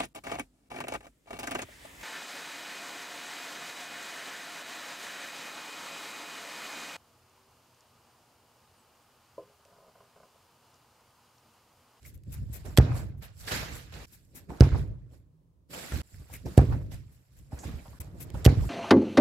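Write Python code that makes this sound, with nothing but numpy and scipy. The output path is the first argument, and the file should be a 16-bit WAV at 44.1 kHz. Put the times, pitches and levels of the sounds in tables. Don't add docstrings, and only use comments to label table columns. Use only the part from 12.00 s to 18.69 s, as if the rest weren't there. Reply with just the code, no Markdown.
import sys
import numpy as np
from scipy import signal
from scipy.fft import rfft, irfft, next_fast_len
from scipy.io import wavfile
from scipy.ndimage import uniform_filter1d

SR = 44100
rng = np.random.default_rng(int(sys.argv[2]) if len(sys.argv) > 2 else 0)


def int16_out(signal):
    q = np.round(np.clip(np.atleast_2d(signal).T, -1, 1) * 32767)
    wavfile.write(sys.argv[1], SR, q.astype(np.int16))


def voltage_ratio(level):
    return 10 ** (np.asarray(level, float) / 20)


N = 295029

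# (time [s], push [dB], contact [ms], grit rattle [dB], wall slap [dB])
KICKS = [
    (0.7843, -2.8, 2.3, -35, -11.9),
    (2.6073, -1.6, 2.5, -36, -11.2),
    (4.5773, -1.1, 2.0, -36, -9.5),
    (6.4621, -1.2, 2.15, -33, -10.7),
]
SCENE_ENDS_S = [2.063, 4.025, 5.994]
# (frequency [Hz], density [dB per Hz])
DIRT = [(590, -36), (1000, -8), (1640, 0), (2550, -2.5), (2770, -3.5), (3200, -4.5), (3900, -5),
        (7000, -13), (9100, -44), (15400, -120)]
SOIL = [(260, -31.5), (450, -4), (699, -4.5), (1100, -10.5), (1470, -13), (2600, -22.5), (3380, -53.5),
        (5720, -120)]
GRASS = [(2650, -35.5), (4500, -5.5), (5280, -4), (6460, -8.5), (7410, 1.5), (8970, -7), (12300, -4),
         (15100, -11.5), (16000, -21)]
# (frequency [Hz], likeness [0-1])
ALIKE = [(60, 0.018), (180, 0), (550, 0.22), (1650, 0), (4970, 0), (15000, 0.043)]


def unit(x):
    return x / np.sqrt(np.mean(x ** 2) + 1e-20)


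def along(points, hz):
    f, v = np.transpose(points)
    return np.interp(np.log(hz + 1), np.log(f + 1), v)


def filtered(x, response):
    m = next_fast_len(N + SR // 2)
    hz = np.fft.rfftfreq(m, 1 / SR)
    return irfft(rfft(x, m) * response(hz), m)[..., :N]


def sides(db):
    return voltage_ratio(np.multiply.outer([.5, -.5], db))


def add(track, s, piece):
    part = track[..., round(s * SR):][..., :piece.shape[-1]]
    part += piece[..., :part.shape[-1]]


def rush(spectrum, grit_db, patchy_db=2.5, alike=ALIKE):
    contact_size = np.repeat(rng.exponential(size=N // 24 + 1), 24)[:N]
    grains = voltage_ratio(grit_db * contact_size) * rng.standard_normal((2, N))
    z = signal.stft(grains, nperseg=256)[2]
    field = uniform_filter1d(rng.standard_normal(z.shape[1:]), size=4, axis=0)
    field = uniform_filter1d(field, size=6, axis=1)
    pair = signal.istft(z * voltage_ratio(patchy_db * unit(field)), nperseg=256)[1][:, :N]

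    def mid_side(hz):
        turn = np.arccos(np.clip(along(alike, hz), -1, 1)) / 2
        return voltage_ratio(along(spectrum, hz)) * [np.cos(turn), np.sin(turn)]

    mid, side = filtered(pair, mid_side)
    return unit(np.array([mid + side, mid - side]))


def snaps(table, sharp, passes):
    out, t = np.zeros((2, N)), np.arange(SR // 10) / SR
    for s, db, centre_hz, t60_s in table:
        stage = np.concatenate(signal.iirpeak(min(centre_hz, 15000), sharp, SR))
        common, apart = rng.standard_normal((2, len(t)))
        pair = [common + 0.4 * apart, common - 0.26 * apart]
        burst = unit(signal.sosfilt([stage] * passes, pair))
        envelope = voltage_ratio(db - 9.5 - 60 * t / t60_s) * np.minimum(t / 0.0008, 1)
        add(out, s - .0005, envelope * burst)
    return out


def strokes(table, rise, edge):
    level = np.zeros(N)
    for s, db, length_s in table:
        u = np.arange(round(2 * length_s * SR)) / (length_s * SR)
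        add(level, s, voltage_ratio(db) * np.minimum(u / rise, 1) * np.exp(-(1.103 * u) ** edge))
    return level


def swells(events):
    t, power = np.arange(N) / SR, np.zeros(N)
    edges = np.searchsorted(t, [0, *SCENE_ENDS_S, N / SR])
    for s, db, rise_s, fade_s in events:
        span = slice(*edges[np.searchsorted(SCENE_ENDS_S, s):][:2])
        late = t[span] - s
        decay = np.maximum(-late / max(rise_s, 1e-3), late / max(fade_s, 1e-3))
        power[span] += voltage_ratio(2 * db - 120 * decay)
    return np.sqrt(power)


def after_strikes(delay_s, over_db, rise_s, fade_s, more_db=(0, 0, 0, 0)):
    return [(s + delay_s, db + over_db + more, rise_s, fade_s)
            for (s, db, *_), more in zip(KICKS, more_db)]


def contacts(sudden, soft, rise_s, rise, layer, lasts):
    def level(db, over):
        return db + (0, *over)[layer]

    return ([(s, level(db, over), rise_s, lasts * t60) for s, db, *over, t60 in sudden]
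            + [(s, level(db, over), rise * t60, lasts * t60) for s, db, *over, t60 in soft])


def still_air():
    # (frequency [Hz], density [dB per Hz])
    air_spectrum = [(290, -30), (500, -4.5), (773, -11.5), (1020, -7.5), (1460, -20.5), (3250, -23.5),
                    (16000, -26.5)]
    noise = rng.standard_normal((2, N))
    return voltage_ratio(-83) * filtered(noise, lambda hz: unit(voltage_ratio(along(air_spectrum, hz))))


def engine():
    # (time [s], level [dB rms], length [s])
    passing = [
        (3.25, -69, .38),
    ]
    # (frequency [Hz], density [dB per Hz])
    drone_spectrum = [(130, -60), (151, -8), (157, 0), (163, -8), (190, -60)]
    drone = filtered(rng.standard_normal(N), lambda hz: voltage_ratio(along(drone_spectrum, hz)))
    return strokes(passing, rise=.2, edge=6) * unit(drone)


def boom():
    # (time [s], boom [dB], knock over it [dB], t60 [s])
    stamps = [(.272, -38.5, -18.5, 3.1), (.655, -42.5, -5, 1.7), (1.225, -57, -5, .6),
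              (1.52, -37.5, -2, 1.5), (1.945, -44.5, -6, 0.95), (2.35, -55.5, 2, 0.85), (2.5, -45, 5, 0.55),
              (2.754, -31, -4, 0.47), (3.122, -52.5, -4.5, 0.81), (3.715, -55.5, 7.5, 4.6),
              (3.94, -31, -10.5, 0.74), (4.14, -47, -13, .8), (4.325, -43.5, -8, .7), (4.464, -39, 6, 0.32),
              (4.945, -39.5, -19.5, 0.5), (5.535, -41, -3.5, 0.21), (5.66, -37, -3, 0.71),
              (6.003, -39.5, -14.5, 0.78), (6.35, -37, -6.5, .9)]
    # (time [s], boom [dB], knock over it [dB], t60 [s])
    strides = [(0.061, -50.5, -7.5, 0.91), (.42, -35, -20.5, 0.61), (.55, -51, -1.5, 0.62),
               (1.06, -39, -13, 0.87), (1.41, -47, -21, 1), (1.48, -57, 8.5, 0.38),
               (2.87, -41, -15.5, 0.94), (5.76, -44, -7, 0.43), (.16, -44, -18, 0.67),
               (1.7, -45.5, -5, 0.64), (1.84, -54, -12, .3), (2.12, -58, -8, 1), (2.28, -59, -9, 1.04),
               (4.21, -51, -1, 0.26), (4.725, -33, -4, 0.59), (5.07, -54, -14.5, 0.44),
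               (5.399, -48, -17.5, 0.88), (5.6, -56, 6.5, .8), (5.92, -53, -6.5, 0.94),
               (6.208, -43.5, -4, 2), (6.595, -28, -17, 0.35)]
    # (frequency [Hz], density [dB per Hz])
    ground_spectrum = [(20, -42.5), (34, -12), (47, -1), (59, 3), (86, 2), (118, -2), (141, -2),
                       (162, -14.5), (211, -20.5), (230, -20.5), (300, -45), (510, -120)]
    knock_spectrum = [(100, -30), (170, -2.5), (210, -11), (280, -9.5), (650, -25), (840, -61.5),
                      (1430, -120)]
    yard_spectrum = [(70, -40), (100, -3), (128, 0), (170, -22), (260, -120)]
    # (frequency [Hz], likeness [0-1])
    low_alike = [(30, 0.6), (130, 0.7), (300, .75), (700, 0.6)]
    # (delay [s], level over the push [dB], rise t60 [s], fade t60 [s])
    yard_ring = (0.12, -27, 0.09, 0.79)
    treads = stamps, strides, 0.069, 0.27

    low = swells(contacts(*treads, layer=0, lasts=1)
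                 + after_strikes(delay_s=0.12, over_db=-25, rise_s=0.07, fade_s=0.75))
    knock = swells(contacts(*treads, layer=1, lasts=.65)
                   + after_strikes(delay_s=.04, over_db=-29, rise_s=.06, fade_s=0.2657)
                   + after_strikes(delay_s=0.18, over_db=-43, rise_s=0.54, fade_s=0.83))
    low, knock = np.hypot(low, voltage_ratio(-65)), np.hypot(knock, voltage_ratio(-72.5))
    ground = low * rush(ground_spectrum, 0, patchy_db=1.2, alike=low_alike)
    ground = ground + knock * rush(knock_spectrum, 0.96, alike=low_alike)

    lull_s, lull_width_s, lull_db = 5.254, .016, -22
    lull = voltage_ratio(lull_db * np.exp(-((np.arange(N) / SR - lull_s) / lull_width_s) ** 2))
    yard = swells(after_strikes(*yard_ring)) * rush(yard_spectrum, 0, patchy_db=.5, alike=low_alike)
    return lull * ground + yard


def brushing():
    # (time [s], dirt [dB], soil over it [dB], leaves over it [dB], t60 [s])
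    plants = [(.655, -57.5, 7, 3.5, 0.57), (1.226, -51.5, -1, -6, 0.32), (2.072, -82, 2, 14, 2),
              (5.575, -66.5, 12.5, 3, 0.69), (1.478, -39.5, -7.5, -4, 0.91), (1.518, -33, -2.5, -6.5, 0.71),
              (1.925, -52, -1.5, -5.5, 3.7), (.845, -55.5, 8, -20, 0.72), (2.497, -62, 11, -1, 1.42),
              (2.725, -60, 17, -12, .5), (2.752, -57, 13, -12, .25), (3.709, -56, -3.5, 4, 4),
              (3.735, -46, -2.5, -3, 2.74), (4.2, -80, 12, 6, .8), (4.295, -74, 16, 6, .4),
              (4.461, -58.5, 2.5, 2.5, 1.66), (4.92, -53.5, -5.5, -0.5, 0.34), (5.52, -63, 8.5, 0.5, 1.7),
              (5.64, -52.5, 1.5, -3, 0.83), (6.01, -62.5, 8.5, 1, .6), (6.344, -58.5, 9, 0, 1.04)]
    # (time [s], dirt [dB], soil over it [dB], leaves over it [dB], t60 [s])
    shuffles = [(.06, -64, -7, 3, 0.44), (.35, -61, -4, 2, 0.46), (.56, -58.5, -2.5, 1.5, 0.46),
                (.91, -62.5, 20.5, -18, 0.58), (.975, -51, 3, 3, 0.32), (1.41, -59.5, -13.5, 9, 0.29),
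                (1.758, -53, -2, 3.5, 0.47), (1.455, -54.5, -2, -2, 0.43), (2.136, -65.5, -16.5, 2.5, 0.47),
                (2.38, -61.5, -1, 1.5, 0.32), (2.785, -57, 1, 0, 0.31), (3.14, -72, 3, 4.5, .3),
                (3.95, -49, -3.5, -0.5, 0.45), (4.152, -67, -3, 4.5, 1.4), (4.34, -58.5, -4.5, 2, 0.48),
                (4.73, -59, 16, -2, .33), (5.147, -75.5, -3.5, 5, 1.12), (5.383, -71.5, -9.5, 2.5, 0.78),
                (5.9, -68.5, 4, 4.5, 3), (6.21, -64.5, 7, 5, 0.44), (6.3, -65, 3.5, -10, 1),
                (6.6, -63.5, 14, -15, 0.6), (6.645, -58, -2, 5, .6)]
    # (time [s], peak [dB], centre [Hz], t60 [s])
    crunches = [(0.051, -43, 2120, 0.077), (0.649, -40, 703, 0.05), (0.896, -39, 700, 0.05),
                (0.994, -31, 900, 0.025), (1.478, -27, 1560, 0.064), (1.515, -27.5, 3320, 0.08),
                (2.503, -32, 770, 0.11), (2.717, -34, 1400, 0.05), (2.7465, -25, 900, 0.03),
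                (2.7545, -25, 800, 0.04), (3.919, -28.5, 1640, 0.052), (4.143, -47, 2020, 0.04),
                (4.298, -48, 900, .04), (4.336, -38, 2200, 0.12), (4.355, -40, 2100, .06),
                (4.458, -44, 5500, .1), (4.464, -33.5, 719, 0.069), (4.703, -38, 600, .05),
                (4.723, -27, 900, 0.05), (4.918, -46, 670, 0.14), (5.521, -39, 770, 0.094),
                (5.589, -42, 6900, 0.39), (5.634, -29, 800, 0.06), (5.785, -50, 2400, .12),
                (5.855, -36.5, 800, 0.064), (5.875, -45, 900, 0.05), (5.93, -50, 1100, .12),
                (6.345, -35, 905, 0.067), (6.585, -38, 500, .06)]
    # (time [s], peak [dB], centre [Hz], t60 [s])
    stalks = [(0.0303, -44, 2390, 0.012), (0.1401, -52, 11740, 0.011), (0.177, -46, 11820, 0.008),
              (0.2359, -49.5, 7420, 0.014), (1.7294, -56, 1414, 0.008), (1.7594, -42, 2480, 0.0072),
              (1.7694, -38.5, 12470, 0.0075), (2.5731, -37, 1580, 0.0084), (3.1208, -57, 7670, 0.0089),
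              (3.7314, -36, 1540, 0.0077), (3.7414, -46, 1685, 0.0072), (4.0736, -53, 12700, 0.008),
              (4.0956, -57, 12520, 0.0057), (6.1734, -57, 1398, 0.008), (6.1853, -40, 13500, 0.008),
              (6.3026, -28, 2150, 0.0071), (6.3894, -46.5, 1420, 0.008), (6.4509, -7, 3000, 0.0059)]
    spray_db = [-1, 1, -7, 0]
    soles = plants, shuffles, 0.043, .6

    dirt = swells(contacts(*soles, layer=0, lasts=1)
                  + after_strikes(delay_s=.025, over_db=-43, rise_s=.03, fade_s=.45, more_db=spray_db))
    soil = swells(contacts(*soles, layer=1, lasts=0.87)
                  + after_strikes(delay_s=.011, over_db=-30, rise_s=.013, fade_s=0.2071))
    leaves = swells(contacts(*soles, layer=2, lasts=.8)
                    + after_strikes(delay_s=.025, over_db=-53, rise_s=.031, fade_s=.3, more_db=spray_db))
    beds = dirt * rush(DIRT, grit_db=1.5, patchy_db=2.2)
    beds = beds + soil * rush(SOIL, grit_db=1.5, patchy_db=3)
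    beds = beds + leaves * rush(GRASS, grit_db=2.0, patchy_db=3)
    return beds + snaps(crunches, sharp=2.8, passes=2) + voltage_ratio(1.0) * snaps(stalks, sharp=.6, passes=1)


def swishes():
    # (time [s], level [dB rms], length [s])
    sweeps = [(.048, -56, 0.059), (.138, -62, 0.029), (.318, -50, 0.039), (.525, -47, 0.057),
              (.942, -61, .05), (1.17, -72, .04), (1.218, -57, .055), (1.75, -56, .04),
              (2.115, -57.5, 0.055), (2.345, -49.5, 0.054), (4.322, -49, 0.052), (5.11, -70.5, 0.061),
              (5.36, -68.5, 0.052), (5.9995, -44, 0.022), (6.198, -46, 0.046)]
    # (frequency [Hz], density [dB per Hz])
    blade_spectrum = [(410, -32.5), (700, -7), (1350, -14.5), (2100, -3.5), (2590, -4), (2840, -12),
                      (3840, -8.5), (4320, -13), (7490, -4), (8880, -7), (13100, -0.5), (16000, -14.5)]
    # (frequency [Hz], left over right [dB])
    shading = [(1500, 0), (5000, 3), (8500, 7.5), (12500, 13)]
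    blades = rush(blade_spectrum, grit_db=2.0, patchy_db=1.0)
    blades = filtered(blades, lambda hz: sides(along(shading, hz)))
    return strokes(sweeps, rise=0.21, edge=4.8) * voltage_ratio(2.2) * unit(blades)


def push(db, ms):
    return -voltage_ratio(db) * np.sin(np.linspace(0, np.pi, max(round(ms * SR / 1000), 4))) ** 2


def rebound(hz, low_hz, low_width, low_db, up_hz, up_width, up_db, lag):
    low = voltage_ratio(low_db) * 1j * hz * low_width / (low_hz ** 2 - hz ** 2 + 1j * hz * low_width)
    upper_drive = voltage_ratio(up_db) * (1j * hz - lag * up_hz) * up_width
    upper = upper_drive / (up_hz ** 2 - hz ** 2 + 1j * hz * up_width)
    direct = 1j * hz / (30 + 1j * hz)
    return direct - low + upper


def walls(hz):
    # (delay [ms], share of the thump [ratio])
    echoes = [(17.1, 0.276), (37.2, 0.185), (42.6, -0.125), (54.8, -0.121), (63.1, -0.199), (74.4, -0.054),
              (90.9, -0.058), (98.0, -0.042), (108.9, -0.073), (122.0, 0.1)]
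    returned = sum(share * np.exp(-2j * np.pi * hz * ms / 1000) for ms, share in echoes)
    return 1 + returned / (1 + 1j * hz / 450) ** 2


def falls():
    # (time [s], push [dB], contact [ms])
    footfalls = [(0.279, -33, 5), (.385, -32, 5), (.497, -32, 5), (.648, -40, 2.1), (.903, -24, 5),
                 (1.516, -27.5, 2.7), (1.948, -48, 6.1), (2.494, -34, 3.4), (2.747, -24, 1.2),
                 (3.921, -28, 2.6), (3.962, -23, 5), (4.143, -44, 6), (4.196, -36, 7), (4.458, -24.5, 2.84),
                 (4.721, -27, 3), (4.921, -39, 1.78), (5.529, -30, 4.2), (5.651, -32, 5), (5.735, -32, 6),
                 (5.882, -38, 5), (6.343, -26, 3.5)]
    pushes = np.zeros(N)
    for s, db, ms in footfalls:
        add(pushes, s, push(db, ms))
    ring = filtered(pushes, lambda hz: rebound(hz, low_hz=66, low_width=9, low_db=14.0,
                                               up_hz=122, up_width=12, up_db=6.5, lag=.3))
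    for s in SCENE_ENDS_S:
        ring[round(s * SR):][:SR // 10] = 0
    return ring


def kicks(casing):
    # (time [s], peak [dB], centre [Hz], t60
    # [s])
    cracks = [(.7849, -6, 1300, 0.009), (.785, -10, 3500, .006), (.7851, -10, 7500, .006),
              (2.6077, -7.5, 4500, .008), (2.6085, -17, 1500, .012), (4.5777, -14, 1700, 0.01),
              (4.5779, -17, 8000, .012), (4.5925, -31, 6500, .012), (6.4625, -4, 2400, .008),
              (6.4627, -12, 7500, .008)]
    pushes, slaps, rattle = np.zeros(N), np.zeros(N), np.zeros(N)
    t = np.arange(SR // 10) / SR
    for s, db, ms, rattle_db, slap_db in KICKS:
        add(pushes, s, push(db, ms))
        add(slaps, s + .0146, -push(slap_db, 1.8))
        add(slaps, s + .0164, push(slap_db - 6, 1.7))
        add(rattle, s, voltage_ratio(rattle_db - 60 * t / 0.05) * np.minimum(t / 0.00035, 1))
    body = filtered(pushes, lambda hz: walls(hz) * rebound(hz, low_hz=67.8, low_width=12, low_db=17.6,
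                                                           up_hz=127.8, up_width=18, up_db=13.3, lag=.19))
    return body + sides(6)[:, None] * slaps + rattle * casing + snaps(cracks, sharp=1.1, passes=2)


def strike():
    # (time [s], level [dB rms], length [s])
    scuffs = [(0.7682, -41, 0.0031), (.7732, -19.5, 0.0066), (2.6, -49, 0.0046), (4.571, -48, 0.0099),
              (6.4454, -35, 0.0034), (6.4495, -25.5, 0.012)]
    # (frequency [Hz], likeness [0-1])
    near = [(500, 1), (2000, 0.2), (15000, 0.97)]
    grit = rush(DIRT, grit_db=3.0, alike=near)
    blades = rush(GRASS, grit_db=4.5, alike=near)
    torn = grit + voltage_ratio(3) * blades + voltage_ratio(-5) * rush(SOIL, grit_db=2, alike=near)
    return strokes(scuffs, rise=0.16, edge=2.2) * torn + kicks(grit + voltage_ratio(-6) * blades)


def scene():
    # (frequency [Hz], left over right [dB])
    ports = [(60, -1.8), (290, -2.5), (1000, -2.5), (2500, -3.5), (5000, -6.5), (8000, -1.5), (12000, 1),
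             (15000, 2)]
    ahead = strike() + falls() + boom() + brushing() + engine()
    return filtered(ahead, lambda hz: sides(along(ports, hz))) + swishes() + still_air()


def low_pass(x):
    return signal.sosfilt(signal.butter(12, 16450, fs=SR, output="sos"), x)


def record(dry):
    # (start [s], end [s], level [dB])
    dropouts = [
        (2.055, 2.066, -17.5),
        (4.018, 4.031, -26),
        (5.989, 5.9987, -41),
    ]
    gain = np.ones(N)
    for start_s, end_s, db in dropouts:
        gain[round(start_s * SR):round(end_s * SR)] = voltage_ratio(db)
    x = dry * uniform_filter1d(gain, size=40)
    x = x / (1 + np.abs(x / 1.05) ** 8) ** (1 / 8)
    x = filtered(x, lambda hz: np.clip((16300 - hz) / 500, 0, 1))
    return low_pass(x)


dry = scene()
out = record(dry)
int16_out(out)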